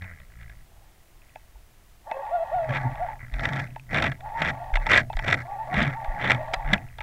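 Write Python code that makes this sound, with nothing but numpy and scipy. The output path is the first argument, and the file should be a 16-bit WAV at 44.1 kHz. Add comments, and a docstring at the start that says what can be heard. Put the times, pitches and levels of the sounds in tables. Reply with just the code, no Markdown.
"""Hooked fish on a taut line

A fish thrashes just below an underwater camera tied into the fishing line. Vibration travels along the
line and excites the resonances of the housing: the taut line hums, the metal rig rasps and knocks with
the head shakes, tugs rock the housing, and stick-slip friction makes the line squeal as it is hauled in.
Flowing water rumbles underneath."""
import sys
import numpy as np
from scipy import signal
from scipy.fft import rfft, irfft, next_fast_len
from scipy.io import wavfile
from scipy.ndimage import uniform_filter1d

SR = 44100
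rng = np.random.default_rng(int(sys.argv[2]) if len(sys.argv) > 2 else 0)


def store_pcm(level_fs):
    """Save levels as 16-bit WAV."""
    pcm = np.round(np.clip(level_fs, -1, 1) * 32767).astype(np.int16)
    wavfile.write(sys.argv[1], SR, np.atleast_2d(pcm).T)


N = 309582
TIME = np.arange(N) / SR
STEPS = np.arange(0, N + SR // 1000, SR // 1000) / SR   # time grid of the slow controls [s]


def from_db(db):
    """Amplitude ratio of a level in decibels."""
    return 10 ** (np.asarray(db) / 20)


def power_sum(levels_db):
    """Incoherent addition: the powers of independent sources add to one level [dB]."""
    return 10 * np.log10(sum(10 ** (np.maximum(db, -150) / 10) for db in levels_db))


def unit_rms(x):
    """Normalisation to unit mean power."""
    return x / np.sqrt(np.mean(x ** 2) + 1e-20)


def evened(x, span_s):
    """Division by the running RMS holds the power near one and keeps the finer grain."""
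    size = max(int(span_s * SR), 8)
    power = uniform_filter1d(uniform_filter1d(x ** 2, size), size)
    return x / np.sqrt(np.abs(power) + 1e-5 * np.mean(x ** 2))


def per_sample(control):
    """Linear interpolation of a slow control to the sample rate."""
    return np.interp(TIME, STEPS, control)


def swell(start_s, hold_s, rise, fall):
    """Exponential growth, hold and decay: level [dB] relative to the top, with slopes in dB/s."""
    return -rise * np.maximum(start_s - STEPS, 0) - fall * np.maximum(STEPS - start_s - hold_s, 0)


def held_levels(rows, rise, fall):
    """Overlapping swells add in power, giving one curve [dB] for each level column."""
    swells = [[swell(s, hold_s, rise, fall) + db for db in levels] for s, hold_s, *levels in rows]
    return [per_sample(power_sum(levels)) for levels in zip(*swells)]


def coloured_noise(spectrum):
    """Spectral shaping of white noise, at unit power."""
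    hz, db = np.transpose(spectrum)
    size = next_fast_len(N)
    bin_hz = np.maximum(np.arange(size // 2 + 1) * SR / size, 1)
    gain = from_db(np.interp(np.log(bin_hz), np.log(hz), db))
    return unit_rms(irfft(rfft(rng.standard_normal(size)) * gain, size)[:N])


def drift(rate_hz):
    """Low-passed noise: a smooth random fluctuation of unit RMS."""
    pole = np.exp(-2 * np.pi * rate_hz / SR)
    smooth = signal.lfilter([1], [1, -2 * pole, pole * pole], rng.standard_normal(N + SR))
    return unit_rms(smooth[SR:])


def rolloff(x, order, hz, kind="low"):
    """Maximally flat low-pass or high-pass filter."""
    return signal.sosfilt(signal.butter(order, hz, kind, fs=SR, output="sos"), x)


def ring(x, hz, width_hz):
    """Damped resonator with unit gain at resonance."""
    radius, angle = np.exp(-np.pi * width_hz / SR), 2 * np.pi * hz / SR
    gain = (1 - radius ** 2) * np.sin(angle)
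    return signal.lfilter([0, gain], [1, -2 * radius * np.cos(angle), radius ** 2], x + 1e-18)


def resonate(x, modes):
    """Modal superposition: parallel resonators of alternating polarity."""
    return sum((-1) ** k * from_db(db) * ring(x, hz, width) for k, (hz, width, db) in enumerate(modes))


# Strength of the flow round the housing: (time [s], level [dB])
FLOW_LEVEL = [(0.0, -50.5), (0.49, -47.5), (0.72, -51.5), (1.8, -55), (3.01, -42.5), (3.85, -47),
              (5.18, -44.5), (5.38, -48), (6.76, -43.5), (7.02, -41)]
# Spectra of flow noise and microphone hiss: (frequency [Hz], relative level [dB])
FLOW_SPECTRUM = [(12, 3.5), (30, 6), (55, -2.5), (80, -4.5), (130, -11), (300, -54)]
HISS_SPECTRUM = [(59, -38), (100, -13), (270, -23), (306, -2.5), (541, -6.5), (589, -4.5), (2810, -10.5),
                 (4190, -14), (15500, -16)]

def background(eddy_db=1.5, eddy_hz=2.2, hiss_db=-61.5):
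    """Flow noise: eddies rumble on the housing, over the steady self-noise of the microphone."""
    flow_db = np.interp(TIME, *np.transpose(FLOW_LEVEL)) + eddy_db * drift(eddy_hz)
    rumble = from_db(flow_db) * evened(coloured_noise(FLOW_SPECTRUM), span_s=0.39)
    return rumble + from_db(hiss_db) * coloured_noise(HISS_SPECTRUM)


# Clinks of the loose swivel, and the rig's metal snapping tight: (time [s], peak level [dB])
SWIVEL_CLINKS = [(1.2191, -48), (1.2949, -49), (1.358, -38), (3.6733, -41), (3.7057, -45), (3.7621, -41),
                 (3.797, -35.5), (6.78, -31), (6.887, -42.5)]
METAL_SNAPS = [(4.975, -20), (5.168, -33.5), (5.828, -28), (6.541, -20), (6.736, -34)]
# Modes of these two parts: (frequency [Hz], bandwidth [Hz], relative gain [dB])
SWIVEL_MODES = [(1910, 370, -19), (2518.5, 180, 22), (3160, 540, -12)]
METAL_MODES = [(3490, 770, -4.5), (4038, 80, 4), (4874, 100, 3.5), (6400, 183.5, -6.5), (7520, 280, -7),
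               (9318, 140, -16.5)]

def metal_taps(taps, modes):
    """Impulse response: a small metal part rings freely after each tap."""
    response = resonate(signal.unit_impulse(SR // 10), modes)
    response /= np.abs(response).max()
    out = np.zeros(N + SR)
    for time_s, peak_db in taps:
        start = round(time_s * SR)
        out[start:start + len(response)] += from_db(peak_db) * response
    return out[:N]


# Jolts on the housing: (time [s], relative level [dB], frequency [Hz], 60 dB decay time [s])
TUGS = [(1.545, -39, 46.3, 0.31), (2.93, -32, 28.2, 0.4), (3.325, -21, 41.8, 0.37),
        (4.728, -14.5, 32.17, 0.43), (5.152, -16.5, 29.54, 0.21), (5.77, -13.5, 204.2, 0.098),
        (5.775, -22, 55.17, 0.19), (5.811, -14, 230.1, 0.079), (6.081, -15, 27.3, 0.16),
        (6.562, -26.5, 30.2, 0.23), (6.646, -19.5, 31, 0.35), (6.728, -10, 195, 0.072)]

def tugs(rise_s=0.0084, gain_db=3):
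    """Damped oscillation: each jolt rocks the housing for a few cycles."""
    out = np.zeros(N)
    for time_s, db, hz, t60 in TUGS:
        age = np.maximum(TIME - time_s, 0)
        envelope = from_db(db + gain_db - 60 * age / t60) * (1 - np.exp(-age / rise_s))
        out += envelope * np.sin(2 * np.pi * hz * age)
    return out


# Creaks of the line: (start [s], hold [s], relative tick level [dB], relative hum level [dB])
CREAKS = [(.02, 0.098, -45, -41.5), (.175, 0.045, -54, -50), (.31, 0.087, -58, -49.5),
          (.40, .12, -54, -45.5), (.585, 0.025, -62.5, -47), (1.22, 0.18, -65, -71), (2.97, .16, -45, -47),
          (3.205, 0.039, -44, -50), (3.69, 0.079, -58.5, -42.5), (6.66, 0.033, -39, -45),
          (6.83, 0.1115, -56.5, -50.5)]

def creaking():
    """Stick-slip creep of the line over the rig: levels [dB] of its ticking and its hum."""
    return held_levels(CREAKS, rise=600, fall=286)


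# Base pitch of the line, low while it creeps and steady once taut: (time [s], frequency [Hz])
LINE_PITCH = [(0, 94.26), (.128, 87.24), (.254, 57), (.8, 53.07), (1.0, 115.7), (2.6, 124.2), (7.02, 120.3)]

def line_cycles(stretch_hz, wander=0.035):
    """Tension raises a string's fundamental; its integral is the phase of the line [cycles]."""
    hz = np.interp(TIME, *np.transpose(LINE_PITCH)) + stretch_hz
    return np.cumsum(hz * (1 + wander * drift(20))) / SR


# Spectrum of the shaken line: (frequency [Hz], relative level [dB])
SHUDDER_SPECTRUM = [(40, -23), (80, 3), (150, 2), (215, -3.5), (300, -7), (430, -24), (700, -6),
                    (1500, -67)]

def vibrating_line(cycles, hum_db, shudder_db, waver_db=4.5):
    """String vibration: three harmonics, buzzier while slack, and a noisy shudder when shaken."""
    hz = np.gradient(cycles) * SR
    db_per_harmonic = np.interp(hz, [60, 120], [-6, -19])
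    swing = sum(from_db((k - 1) * db_per_harmonic) * np.sin(2 * np.pi * k * cycles) for k in (1, 2, 3))
    hum = np.sqrt(2) * swing * from_db(hum_db - 1 + waver_db * drift(19))
    shudder = from_db(shudder_db + 1) * evened(coloured_noise(SHUDDER_SPECTRUM), span_s=0.004)
    return hum + shudder


# Hauls: (start [s], hold [s], relative friction level [dB], relative tick level [dB])
HAULS = [(.72, 0.15, -64, -86), (2.11, 1, -38, -59), (4.26, 0.56, -39, -58.5), (5.49, 0.4184, -40.5, -60),
         (6.0, 0.759, -36.5, -54)]

def hauling():
    """Friction of the line being hauled in: levels [dB] of its sliding and of the rig's ticking."""
    return held_levels(HAULS, rise=409, fall=211.5)


# Modes excited by the running line: (frequency [Hz], bandwidth [Hz], relative gain [dB])
SLIDE_MODES = [(544.6, 64, -7.5), (676, 135.7, -0.5), (815, 125, 3.5), (897.6, 65.7, 4), (1142, 18.7, -5),
               (1413, 26, -14), (1670, 114, -18), (1872, 53, -10), (2540, 83, -22.5), (3360, 900, -34)]

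def slide(slide_db, grain_db=4.0):
    """Sliding friction: the running line drives the modes with grainy broadband noise."""
    friction = rng.standard_normal(N) * from_db(grain_db * drift(110))
    return from_db(slide_db - 1) * evened(resonate(friction, SLIDE_MODES), span_s=0.024)


# The first, long squeal: (time [s], frequency [Hz])
SQUEAL_GLIDE = [(2.04, 186.2), (2.071, 291.4), (2.11, 448), (2.15, 545), (2.206, 553.6), (2.239, 392.6),
                (2.27, 433), (2.30, 530.9), (2.316, 650.7), (2.35, 727.5), (2.385, 646), (2.43, 680),
                (2.479, 294), (2.52, 599), (2.547, 757), (2.60, 670.4), (2.699, 610), (2.789, 405.3)]
# Its level, broadly rising with pitch: (frequency [Hz], level [dB])
SQUEAL_LEVEL = [(187, -69), (290, -41), (430, -35), (580, -38), (670, -25.5), (740, -24)]
# Short spurts of line: (centre time [s], duration [s], top frequency [Hz], top level [dB])
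SPURTS = [(2.865, 0.053, 460, -31.5), (3.033, .07, 739.4, -26), (3.102, .1, 445, -36),
          (4.272, .13, 430, -39.5), (4.38, 0.16, 460, -33.5), (4.538, 0.082, 429, -39),
          (4.611, 0.092, 720, -38), (4.702, 0.079, 399, -41.5), (5.531, 0.15, 405, -34),
          (5.61, .08, 455, -32.5), (5.727, .1, 372, -31.5), (5.987, .11, 450, -35),
          (6.065, 0.079, 415, -40.5), (6.17, 0.095, 420, -36), (6.408, 0.085, 630, -35.5),
          (6.509, .1, 680, -39), (6.589, 0.068, 445, -34)]

def squeal_contour(sag_octaves=0.28, fade_db=11):
    """Pitch [Hz] and level [dB] follow sliding speed: one long run, then spurts that rise and fall."""
    times, glide_hz = np.transpose(SQUEAL_GLIDE)
    hz = np.interp(STEPS, times, glide_hz)
    run_db = swell(times[0], times[-1] - times[0], rise=409, fall=211.5)
    tone_db = np.interp(hz, *np.transpose(SQUEAL_LEVEL)) + run_db
    for centre_s, length_s, top_hz, top_db in SPURTS:
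        arch = (2 * (STEPS - centre_s) / length_s) ** 2   # 0 at the centre, 1 at either end
        spurt_db = top_db - fade_db * arch
        spurt_hz = top_hz * 2 ** (-sag_octaves * np.minimum(arch, 2))
        hz = np.where(spurt_db > tone_db, spurt_hz, hz)   # the loudest sets the pitch
        tone_db = np.maximum(tone_db, spurt_db)
    return per_sample(hz), per_sample(tone_db)


def squeal(jitter=0.01528, flutter_db=1.5, db_per_octave=-5):
    """Stick-slip oscillation: each harmonic of the running line stands out as it crosses a mode."""
    hz, tone_db = squeal_contour()
    unsteadiness = np.clip((-tone_db - 20) / 7, .35, 2)   # faint squeals waver more
    phase = 2 * np.pi * np.cumsum(hz * (1 + jitter * unsteadiness * drift(93.5))) / SR
    buzz = sum(from_db(db_per_octave * np.log2(k)) * np.sin(k * phase) for k in range(1, 7))
    tone = evened(resonate(buzz, SLIDE_MODES), span_s=0.037)
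    return tone * from_db(tone_db + flutter_db * unsteadiness * drift(45))


# Modes of the housing: (frequency [Hz], bandwidth [Hz], relative gain [dB])
HOUSING_MODES = [(572, 176, -8.5), (663, 100, -5), (1015, 53, -11.5), (1140, 104, -10), (1335, 77, -2),
                 (1572, 173, -2.5), (1686, 70, 3.5), (1939, 143, 4), (2250, 345, -0.5), (2517, 146, -6),
                 (2760, 68, -11.5), (3140, 390, -11), (3555, 470, -8.5), (3780, 290, -18.5),
                 (3860, 34, -58), (4440, 340, -27), (5500, 320, -27), (6270, 870, -48.5), (7300, 290, -32),
                 (9800, 110, -74)]

def housing(clicks, db_per_octave, scatter_db):
    """Modal excitation: each contact strikes every mode of the housing with its own random strength."""
    out, contacts = np.zeros(len(clicks)), np.flatnonzero(clicks)
    for k, (hz, width_hz, db) in enumerate(HOUSING_MODES):
        mode_db = db + db_per_octave * np.log2(hz / 2000)
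        force = clicks.copy()
        force[contacts] *= from_db(mode_db + scatter_db * rng.standard_normal(len(contacts)))
        out += (-1) ** k * ring(force, hz, width_hz)
    return out


# Hard contacts of the rig: (time [s], clack level [dB], thud level [dB])
KNOCKS = [(0.0203, -31.5, -54), (.0426, -32.5, -46), (.2, -41, -70), (.411, -38, -70), (0.4295, -39.5, -68),
          (0.496, -36, -66), (1.3574, -40, -30.5), (1.5522, -68, -49), (2.1139, -26, -20),
          (2.7479, -26, -51), (2.9552, -32, -50), (3.3384, -25.5, -39), (3.3945, -23, -48),
          (3.4534, -11.5, -57), (3.534, -23, -53.5), (3.7600, -35.5, -27), (3.9452, -15, -34),
          (3.9599, -18.5, -46), (3.9834, -13, -46), (4.0242, -14, -30), (4.0402, -14.5, -22),
          (4.1186, -23.5, -51), (4.2059, -36.5, -47), (4.4183, -12, -20), (4.7395, -19.5, -33),
          (4.7559, -13, -46.5), (4.769, -21, -22.5), (4.866, -17, -17.5), (4.9319, -9, -29),
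          (4.9753, -7, -50), (5.0996, -39, -21), (5.1297, -33.5, -30), (5.1684, -24, -29),
          (5.1906, -21, -26), (5.2809, -14.5, -22), (5.3106, -16.5, -41), (5.3265, -6.5, -40),
          (5.3415, -13, -42), (5.7418, -18.5, -23), (6.046, -30.5, -33), (6.2446, -18, -26.5),
          (6.2986, -8, -20), (6.306, -5, -26), (6.3176, -7.5, -28), (6.3469, -18.5, -28),
          (6.536, -13.5, -18.5), (6.5401, -15, -18.5), (6.7324, -8.5, -45), (6.7353, -7.5, -41),
          (6.985, -32, -32.5), (7.006, -23, -30)]
# Modes of the hollow thud: (frequency [Hz], bandwidth [Hz], relative gain [dB])
THUD_MODES = [(630, 63, -3.5), (767, 77, 0), (881, 37, 5.5), (970, 46, -4), (2600, 17.4, -12)]

def knocks(bounces=7, mean_lag_s=.0016, bounce_db=-1):
    """Impact with rebounds: a quick cluster of impulses rings as a bright clack over a hollow thud."""
    out, size = np.zeros(N + SR), SR // 10
    for time_s, clack_db, thud_db in KNOCKS:
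        clicks = np.zeros(size)
        lags = np.minimum(rng.exponential(mean_lag_s * SR, bounces), size - 1).astype(int)
        clicks[lags] = from_db(bounce_db) * rng.uniform(-1, 1, bounces)
        clicks[0] = 1
        clack = housing(clicks, db_per_octave=0.54, scatter_db=3.5)
        thud = resonate(clicks, THUD_MODES)
        start = round(time_s * SR)
        out[start:start + size] += from_db(clack_db) * clack / np.abs(clack).max()
        out[start:start + size] += from_db(thud_db) * thud / np.abs(thud).max()
    return rolloff(out[:N], order=2, hz=10000)   # line and water absorb the highest partials


def scraping(rise=2194, fall=1300):
    """Glancing contact: level [dB] of the rig scraping into and off each knock; slopes in dB/s."""
    level_db, reach = np.full(N, -150.), SR // 10
    for time_s, clack_db, _ in KNOCKS:
        centre = round(time_s * SR)
        near = slice(max(centre - reach, 0), centre + reach)
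        age = TIME[near] - time_s
        level_db[near] = np.maximum(level_db[near], clack_db + np.minimum(rise * age, -fall * age))
    return level_db


def rasp(cycles, rasp_db, fizz_db, full_pull_db=-29, slips_per_s=2300, tick_db=5, split_hz=4200):
    """Stick-slip friction: the rig ticks in step with the line and crackles under a hard pull."""
    pull = from_db(np.minimum(rasp_db - full_pull_db, 0))
    release = from_db(5 * np.clip(drift(150), -2, 1.5))   # the rig sticks, then slips in clumps
    slips = rng.random(N) < slips_per_s * release * pull ** 1.5 / SR
    line_hz = np.gradient(cycles) * SR
    tick_chance = np.interp(line_hz, [100, 115], [1, .55])   # a taut line ticks on only some swings
    new_swing = np.diff(np.floor(cycles), prepend=0) > 0
    ticks = new_swing & (rng.random(N) < tick_chance)
    strength = release ** (pull / 2) * from_db(3.5 * np.clip(rng.standard_normal(N), -2, 2))
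    clicks = strength * (slips * rng.choice([-1, 1], N) + from_db(tick_db) * ticks)
    body = housing(clicks, db_per_octave=-2, scatter_db=4)
    # light ticks ring only near the rig's own resonance; hard slips reach the whole housing
    low = rolloff(body, order=6, hz=split_hz)
    low = (1 - pull) * ring(low, hz=2050, width_hz=650) + pull * low
    high = rolloff(body, order=6, hz=split_hz, kind="high")
    high = rolloff(high, order=2, hz=7500)
    fizz = from_db(fizz_db - 2) * evened(high, span_s=0.024)
    return from_db(rasp_db - 1) * evened(low, span_s=0.012) + fizz


# Bouts of head shaking, with relative levels: (start [s], hold [s], rise [dB/s], fall [dB/s], rasp [dB],
# fizz [dB], shudder [dB], hum [dB], pitch rise [Hz], recoil delay [s], recoil [dB])
THRASHES = [(2.739, .025, 190, 125, -29, -50, -40, -29.5, 12, 0.091, -22.5),
            (3.425, .18, 200, 320, -32, -49, -36, -34.5, 12.5, 0.09, -41),
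            (3.932, 0.13, 600, 300, -27.5, -48, -29.5, -45, 15.6, 0.046, -30.5),
            (4.426, .075, 340, 650, -25, -43.5, -36, -36.5, 45.5, 0.037, -40),
            (4.915, .075, 250, 650, -19, -37, -32, -47.5, 13.5, 0.034, -32),
            (5.278, 0.064, 250, 200, -27.5, -45.5, -30.5, -42.5, 4.06, 0.066, -34),
            (5.744, .09, 399.5, 190, -23, -44.5, -32.5, -38, 34, 0.042, -24),
            (6.259, 0.048, 148, 270, -26.5, -49.5, -33, -41.5, 6, 0.033, -24),
            (6.728, 0.011, 231, 381, -25.5, -49, -33, -36.5, 38, 0.086, -39)]

def thrashing(hum_lead_s=0.018, shudder_lag_s=0.005, stretch_exponent=.6):
    """Forced vibration by the fish: effort, rasp, fizz, shudder and hum [dB], and pitch rise [Hz]."""
    bouts, stretch_hz = [], 0
    for (start_s, hold_s, rise, fall, rasp_db, fizz_db, shudder_db, hum_db,
         pitch_rise_hz, recoil_s, recoil_db) in THRASHES:
        effort = swell(start_s, hold_s, rise, fall)
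        shudder = shudder_db + swell(start_s, hold_s + shudder_lag_s, rise, fall=224)
        hum = hum_db + swell(start_s - hum_lead_s, hold_s + hum_lead_s, rise, fall=210)
        # the line rings and shudders again as the fish lets up
        recoil = recoil_db + swell(start_s + hold_s + recoil_s, 0, rise=411, fall=238)
        shudder = power_sum([shudder, recoil - 11.5])
        hum = power_sum([hum, recoil])
        bouts.append((effort, effort + rasp_db, effort + fizz_db, shudder, hum))
        stretch_hz += pitch_rise_hz * from_db(stretch_exponent * effort)
    return [per_sample(power_sum(levels)) for levels in zip(*bouts)], per_sample(stretch_hz)


def scene(taut_from_s=2.6, rest_rasp_db=-76, rest_shudder_db=-67):
    """Superposition of rig, line and water, all heard through one housing."""
    (effort_db, rasp_db, fizz_db, shudder_db, hum_db), stretch_hz = thrashing()
    creak_tick_db, creak_hum_db = creaking()
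    haul_db, haul_tick_db = hauling()
    scrape_db = scraping()
    surge_db = 3 * drift(22)   # the pull is uneven within a bout
    ticking_db = power_sum([haul_tick_db, rest_rasp_db]) + 7 * np.tanh(drift(30))   # in clumps
    cycles = line_cycles(stretch_hz)

    rasp_db = power_sum([rasp_db + surge_db, creak_tick_db, ticking_db, scrape_db - 19])
    fizz_db = power_sum([fizz_db + surge_db, scrape_db - 33])
    rig = rasp(cycles, rasp_db, fizz_db) + knocks() + tugs()
    metal = metal_taps(METAL_SNAPS, METAL_MODES) + metal_taps(SWIVEL_CLINKS, SWIVEL_MODES)

    taut_db = -50 - 113 * np.maximum(taut_from_s - TIME, 0)   # a lasting hum once the fish is on
    hum_db = power_sum([taut_db, creak_hum_db, hum_db])
    shudder_db = power_sum([shudder_db, creak_hum_db - 33, rest_shudder_db])
    slide_db = power_sum([haul_db, effort_db - 38])
    line = vibrating_line(cycles, hum_db, shudder_db) + squeal() + slide(slide_db)
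    return (rig + metal + line + background())[None]


def record(dry):
    """Band limiting: a steep elliptic low-pass cuts the treble above 15.7 kHz."""
    return signal.sosfilt(signal.ellip(10, .2, 80, 15700, fs=SR, output="sos"), dry)


dry = scene()
out = record(dry)
store_pcm(out)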